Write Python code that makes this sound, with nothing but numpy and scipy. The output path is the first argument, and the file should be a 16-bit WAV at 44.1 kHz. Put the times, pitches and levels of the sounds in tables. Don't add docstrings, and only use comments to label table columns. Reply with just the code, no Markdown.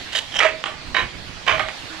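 import sys
import numpy as np
from scipy import signal
from scipy.fft import rfft, irfft
from scipy.io import wavfile
from scipy.ndimage import uniform_filter1d

SR = 44100
rng = np.random.default_rng(int(sys.argv[2]) if len(sys.argv) > 2 else 0)


def dump(signal):
    limited = np.clip(np.atleast_2d(signal).T, -1, 1)
    pcm = np.round(limited * 32767).astype(np.int16)
    wavfile.write(sys.argv[1], SR, pcm)


def linear_from_db(decibels):
    return 10 ** (np.asarray(decibels, float) / 20)


N = 88200
T = np.arange(N) / SR

# (frequency [Hz], density [dB per Hz])
GRIT_SPECTRUM = [(180, -68), (300, -14), (634, -10), (888, -11.5), (2340, -4), (10000, -47.5), (13000, -69),
                 (22000, -120)]
FREE_KNOCK_WET_DB = 2


def evened(x):
    return x / np.sqrt(np.mean(x ** 2) + 1e-20)


def read(points, hz):
    f, value = np.transpose(points)
    return np.interp(np.log(hz + 1), np.log(f + 1), value)


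def curve(points):
    s, db = np.transpose(points)
    return linear_from_db(np.interp(T, s, db, -120, -120))


def resonate(x, hz, width_hz):
    r = np.exp(-np.pi * max(width_hz, 1) / SR)
    return 2 * signal.lfilter([1 - r], [1, -r * np.exp(2j * np.pi * hz / SR)], x).real


def ring_body(x, modes):
    return sum((-1) ** k * linear_from_db(db) * resonate(x, hz, width_hz) for k, (hz, width_hz, db) in enumerate(modes))


def colour(x, points):
    log_gain = np.log(linear_from_db(read(points, abs(np.fft.fftfreq(4096, 1 / SR)))))
    taps = np.fft.ifft(np.exp(np.conj(signal.hilbert(log_gain)))).real[:2048]
    return signal.oaconvolve(x, taps)[:N]


def ports(a, b, same, lr_db, turn):
    same = np.clip(same, 0, 1)
    left = (same * a + np.sqrt(1 - same ** 2) * b) * np.exp(1j * turn)
    return np.array([left * linear_from_db(lr_db / 2), a * linear_from_db(-lr_db / 2)])


def field(spectrum, same, lr_db, patchy_db):
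    hz = np.fft.rfftfreq(1024, 1 / SR)[:, None]
    a, b, c, d, patch = rng.standard_normal((N // 256 + 5, 513, 5)).T
    patch = uniform_filter1d(patch, size=10, axis=0)
    patch = evened(uniform_filter1d(patch, size=8, axis=1))
    z = ports(a + 1j * b, c + 1j * d, read(same, hz), read(lr_db, hz), 0)
    z = z * linear_from_db(read(spectrum, hz) + patchy_db * patch)
    out = signal.istft(z, nperseg=1024, noverlap=768)[1][:, :N]
    return out / np.std(out.mean(0))


def air():
    # (frequency [Hz], density [dB per Hz])
    air_spectrum = [(120, -15), (200, -13), (320, -4), (376, -12.5), (708, -5), (880, -8), (4310, -5),
                    (12300, -33.5), (15000, -37.5)]
    # (time [s], level [dB])
    air_level = [(0, 2.5), (.7, -1), (1.4, 0), (2.0, 3)]
    # (frequency [Hz], likeness [0-1])
    air_same = [(200, 0.73), (1000, 0.38), (6000, 0.084)]
    # (frequency [Hz], balance [dB])
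    air_lr = [(60, -8), (130, -37), (290, -14), (630, -10), (1380, -10), (3030, -8), (6650, 6),
              (14600, -7.5)]
    return linear_from_db(-39) * curve(air_level) * field(air_spectrum, air_same, air_lr, patchy_db=2.0)


def wind():
    # (time [s], level [dB])
    gusts = [(0, -47), (.1, -49.5), (.33, -52.5), (.4, -42.5), (.6, -53), (.84, -44.5), (.89, -35),
             (.94, -41.5), (1.03, -32), (1.11, -54), (1.15, -37), (1.24, -37), (1.3, -41), (1.46, -47),
             (1.55, -31.5), (1.7, -48.5), (2.0, -53)]
    # (frequency [Hz], density [dB per Hz])
    wind_spectrum = [(20, -5.5), (50, -2.5), (120, -5), (250, -11.5), (600, -20.5), (1500, -50.5)]
    # (frequency [Hz], likeness [0-1])
    wind_same = [(25, .92), (60, .6), (150, .45)]
    # (frequency [Hz], balance [dB])
    wind_lr = [(25, -13), (60, -10), (150, -7)]
    return curve(gusts) * field(wind_spectrum, wind_same, wind_lr, patchy_db=1.5)


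def grit_grains():
    grains_per_s, grain_db, clump_db = 6000, 2.5, 2.5
    clump = evened(uniform_filter1d(rng.standard_normal(N), size=130))
    grains = (rng.random(N) < grains_per_s / SR) * rng.choice([-1., 1.], N)
    size = np.minimum(rng.exponential(1, N), 4)
    return evened(grains * linear_from_db(grain_db * size + clump_db * clump))


def handle():
    # (time [s], level [dB])
    strokes = [
        [(.122, -34), (.132, -25), (.147, -30), (.151, -19), (.17, -19.5), (.19, -22), (.2, -33), (.21, -45)],
        [(.31, -40), (.345, -27), (.358, -24), (.369, -15), (.378, -34), (.385, -27), (.392, -10), (.401, -32)],
        [(.402, -25), (.44, -19.5), (.47, -28), (.5, -38)],
        [(.945, -23.5), (.962, -30), (.968, -25.5), (1.0, -25), (1.04, -51.5)],
        [(1.466, -27), (1.474, -28), (1.482, -15), (1.49, -30), (1.497, -21), (1.519, -19), (1.524, -29.5),
         (1.56, -40)],
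        [(1.572, -56), (1.582, -29), (1.592, -38), (1.6, -20.5), (1.64, -48.5)],
        [(1.686, -28), (1.7, -36), (1.73, -55)],
        [(.6395, -37), (.655, -40), (.658, -32), (.7, -42), (.717, -45), (.722, -37), (.732, -50)],
    ]
    # (frequency [Hz], width [Hz], level [dB])
    slide = [(1780, 170, -3), (3050, 170, 4), (3800, 110, -8), (5300, 200, -12)]
    enter = [(700, 300, -9), (1750, 450, -6), (3100, 190, 2), (3800, 200, -9), (5400, 400, -11)]
    seat = [(1276, 17, 3.5), (1984, 47, 0), (2214, 44, -14.5), (2350, 24, -0.5), (2520, 15, -25),
            (2893, 35, -25)]
    push = [(1020, 36, 5), (1100, 80, 0), (1540, 37, 5), (1710, 40, 3), (1850, 40, 3), (2240, 36, 5),
            (2350, 30, 3), (2970, 60, 3), (3052, 30, 6), (3835, 34, 6.5), (4670, 50, -10)]
    twist = [(1058, 30, 11), (1180, 40, 9), (1440, 40, 3), (1670, 110, 7), (1930, 50, 4), (2270, 60, 9),
             (2380, 55, 12), (3040, 40, 11), (3740, 75, -2), (4540, 110, -7)]
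    settle = [(781, 41, 16), (1176, 102, 15.5), (1910, 250, 5), (2390, 81, -29), (3100, 330, 7.5)]
    rasp_db = [-2.5, -22, 7.5, 5.5, 4.5, 3.5, 6, -2.5]
    stroke_wet_db = [-11, -9, -4.5, -2, -2.5, -2.5, -5, 1.5]
    # (frequency [Hz], density [dB per Hz])
    fine_spectrum = [(240, -36), (400, -17.5), (1770, -13.5), (2610, -10), (3070, -4.5), (14000, -26)]

    grains = grit_grains()
    fine, coarse = evened(colour(grains, fine_spectrum)), evened(colour(grains, GRIT_SPECTRUM))
    bodies = (slide, enter, seat, push, twist, settle, settle, settle)
    rasps = (fine, fine) + (coarse,) * 6
    cracks, blows = knocks()
    dry, sent = cracks, linear_from_db(FREE_KNOCK_WET_DB) * cracks
    for points, body, rasp, broad_db, wet_db in zip(strokes, bodies, rasps, rasp_db, stroke_wet_db):
        press = curve(points)
        during = (T >= points[0][0]) & (T < points[-1][0])
        ring = ring_body(grains * press + blows * during, body) / np.std(ring_body(grains, body))
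        sound = ring + linear_from_db(broad_db) * rasp * press
        dry = dry + sound
        sent = sent + linear_from_db(wet_db) * (sound + cracks * during) - linear_from_db(FREE_KNOCK_WET_DB) * cracks * during
    return dry, sent


def knocks():
    # (time [s], peak [dB], colour [Hz], crack decay [s], handle ring [dB])
    blow_list = [(.1505, -19, 3000, .02, -8), (.1705, -19, 3000, .008, -15), (.191, -18, 3000, .01, -12),
                 (.3425, -22, 3200, .02, -10), (.3865, -20, 700, .03, -20), (.3905, -9, 2600, .01, -10),
                 (.403, -5, 2300, .02, -6), (.4057, -4, 2400, .012, -12), (.4395, -11, 2300, .03, -8),
                 (.6399, -2.5, 1750, .016, -30), (.64, -9, 3200, .018, -30), (.6435, -16, 2800, .02, -30),
                 (.6572, -17, 2200, .04, -30), (.7195, -20, 850, .045, -30), (.9463, -9, 1050, .03, -12),
                 (.96, -15, 1500, .008, -30), (.9652, -9, 1800, .03, -5), (.9925, -12, 2000, .008, -30),
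                 (1.001, -13, 2200, .015, -18), (1.467, -19, 2900, .025, -12), (1.477, -12, 1150, .04, -12),
                 (1.481, -11, 2380, .04, -4), (1.4933, -6, 850, .035, -10), (1.5255, -2.5, 1800, .016, -21),
                 (1.546, -15, 2300, .02, -20), (1.581, -15, 1200, .025, -20),
                 (1.5955, -8.5, 2000, .03, -14), (1.607, -16, 1300, .02, -30),
                 (1.6862, -6.5, 1500, .013, -30)]
    crack_hz = [420, 650, 900, 1150, 1450, 1750, 2050, 2400, 2800, 3150, 3500, 3900, 4800]
    crack_oct, tick_db = 0.75, -12
    dent_s = 1e-4

    out, blows, t = np.zeros(N), np.zeros(N), T[:3000]
    tick = colour(np.eye(1, N)[0], GRIT_SPECTRUM)[:3000]
    for s, db, hz, crack_s, ring_db in blow_list:
        crack = np.zeros(len(t))
        for f, detune in zip(crack_hz, rng.uniform(.96, 1.04, len(crack_hz))):
            mode_gain = linear_from_db(-6 * (np.log2(f / hz) / crack_oct) ** 2)
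            crack -= mode_gain * np.cos(2 * np.pi * f * detune * (t - dent_s))
        crack *= linear_from_db(-60 * t / max(crack_s, .004)) * np.minimum(t / dent_s, 1)
        start = round(s * SR)
        out[start:start + 3000] += linear_from_db(db) * (crack / abs(crack).max() + linear_from_db(tick_db) * tick / abs(tick).max())
        blows[start] += linear_from_db(db + ring_db + 30.0)
    return out, uniform_filter1d(uniform_filter1d(blows, size=3), size=4)


def shaft(x):
    # (frequency [Hz], t60 [s])
    shaft_t60 = [(300, 0.49), (1000, 0.21), (2500, 0.29), (5000, 0.12), (10000, 0.32)]
    gap_s, swell_s, shaft_db = .0165, 0.0003, -2
    taps = np.zeros(SR // 2)
    at = np.arange(0, SR // 2 - 16, 16)
    taps[at + rng.integers(0, 16, len(at))] = rng.choice([-1., 1.], len(at))
    hz, t, z = signal.stft(taps, SR, nperseg=256)
    decay = linear_from_db(-60 * t / read(shaft_t60, hz)[:, None])
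    tail = signal.istft(z * decay, SR, nperseg=256)[1]
    tail *= np.minimum(T[:len(tail)] / swell_s, 1)
    tail = np.r_[np.zeros(round(gap_s * SR)), tail / np.linalg.norm(tail)]
    return linear_from_db(shaft_db) * signal.fftconvolve(x, tail)[:N]


def hum():
    # (time [s], level [dB], rise [s], t60 [s])
    swells = [
        (.43, -23, 0.031, 0.15),
        (.52, -40.5, .015, 0.37),
        (.15, -38.5, 0.0033, 0.093),
        (.675, -43.5, .02, 0.04),
        (1.52, -31, 0.018, 0.25),
        (1.59, -33, 0.014, 0.12),
        (1.635, -37, 0.014, 0.2),
    ]
    # (frequency [Hz], level [dB])
    hum_partials = [(634, 9), (651, 0), (612, -4)]
    out = np.zeros(N)
    for s, db, rise_s, t60 in swells:
        u = np.maximum(T - s, 0)
        rise = np.sin(np.pi / 2 * np.minimum(u / rise_s, 1)) ** 2
        shape = rise * linear_from_db(db - 60 * np.maximum(u - rise_s, 0) / t60)
        out += shape * sum(linear_from_db(d) * np.sin(2 * np.pi * (f * u + rng.random())) for f, d in hum_partials)
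    return out


def near_sound():
    # (frequency [Hz], likeness [0-1])
    near_same = [(600, 0.55), (1500, 0.73), (4000, 0.88), (9000, 0.86)]
    # (frequency [Hz], balance [dB])
    near_lr = [(300, -3), (630, -15.5), (1400, -8.5), (3500, -11), (4500, -3.5), (6000, 14), (8500, 14),
               (11000, -8)]
    # (frequency [Hz], gain [dB])
    mic_response = [(150, -11), (400, -1), (7000, 0.5), (10000, -6), (14000, -13)]
    lag_s, lag_to_hz = 4.5e-5, 7500

    (dry_handle, sent), note = handle(), hum()
    one = dry_handle + shaft(sent) + note
    other = shaft(sent) + shaft(sent) + note
    hz = np.fft.rfftfreq(N, 1 / SR)
    turn = -2 * np.pi * hz * lag_s / (1 + (hz / lag_to_hz) ** 4)
    z = ports(rfft(one), rfft(other), read(near_same, hz), read(near_lr, hz), turn)
    return irfft(z * linear_from_db(read(mic_response, hz) - 3), N)


def drone():
    # (time [s], level [dB])
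    drone_level = [(1.86, -71), (1.905, -38.5), (2.0, -47.5)]
    drone_hz = 321
    tone = np.sin(2 * np.pi * drone_hz * T) + 0.36 * np.sin(4 * np.pi * drone_hz * T)
    return curve(drone_level) * tone * linear_from_db(np.array([[-5], [3]]))


def scene():
    return air() + wind() + near_sound() + drone()


def gain_control(x):
    duck_from_db, duck, recover_db_per_s, ceiling = -15, 0.15, 27, 1.2
    power_db = 10 * np.log10(abs(uniform_filter1d((x ** 2).mean(0), size=400)) + 1e-12)
    fall = T * recover_db_per_s
    held_db = np.maximum.accumulate(power_db + fall) - fall
    over_db = np.maximum(held_db - duck_from_db, 0)
    ducked = x / linear_from_db(duck * uniform_filter1d(over_db, size=200))
    return ceiling * np.tanh(ducked / ceiling)


def dull(x):
    # (start [s], end [s], low edge [Hz], high edge [Hz])
    dulled = [
        (.41, .49, 10200, 16000),
        (.955, .995, 10200, 16000),
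        (1.47, 1.56, 10300, 11300),
        (.635, .67, 10300, 11500),
    ]
    left_edge_hz, right_edge_hz = 11000, 15100
    hz = np.fft.rfftfreq(N, 1 / SR)
    z = rfft(x) * (hz < np.array([[left_edge_hz], [right_edge_hz]]))
    out = irfft(z, N)
    for start_s, end_s, lo_hz, hi_hz in dulled:
        during = uniform_filter1d(1. * (T > start_s) * (T < end_s), size=500)
        out = out - irfft(z * (hz > lo_hz) * (hz < hi_hz), N) * during
    return out


def gate(x):
    gate_db, gate_from_hz = 1, 8500
    hz, _, z = signal.stft(x, SR, nperseg=2048)
    size = uniform_filter1d(abs(z), size=8, axis=1)
    margin_db = gate_db - 6 + 8 * np.log2(np.maximum(hz, 1) / gate_from_hz)
    floor = np.median(size, axis=2, keepdims=True) * linear_from_db(margin_db)[:, None]
    keep = (size > floor) | (hz < gate_from_hz)[:, None]
    return signal.istft(z * keep, SR, nperseg=2048)[1][:, :N]


def top_cut(x):
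    return signal.sosfilt(signal.butter(12, 15180, fs=SR, output="sos"), x)


def record(dry):
    return top_cut(gate(dull(gain_control(dry))))


dry = scene()
out = record(dry)
dump(out)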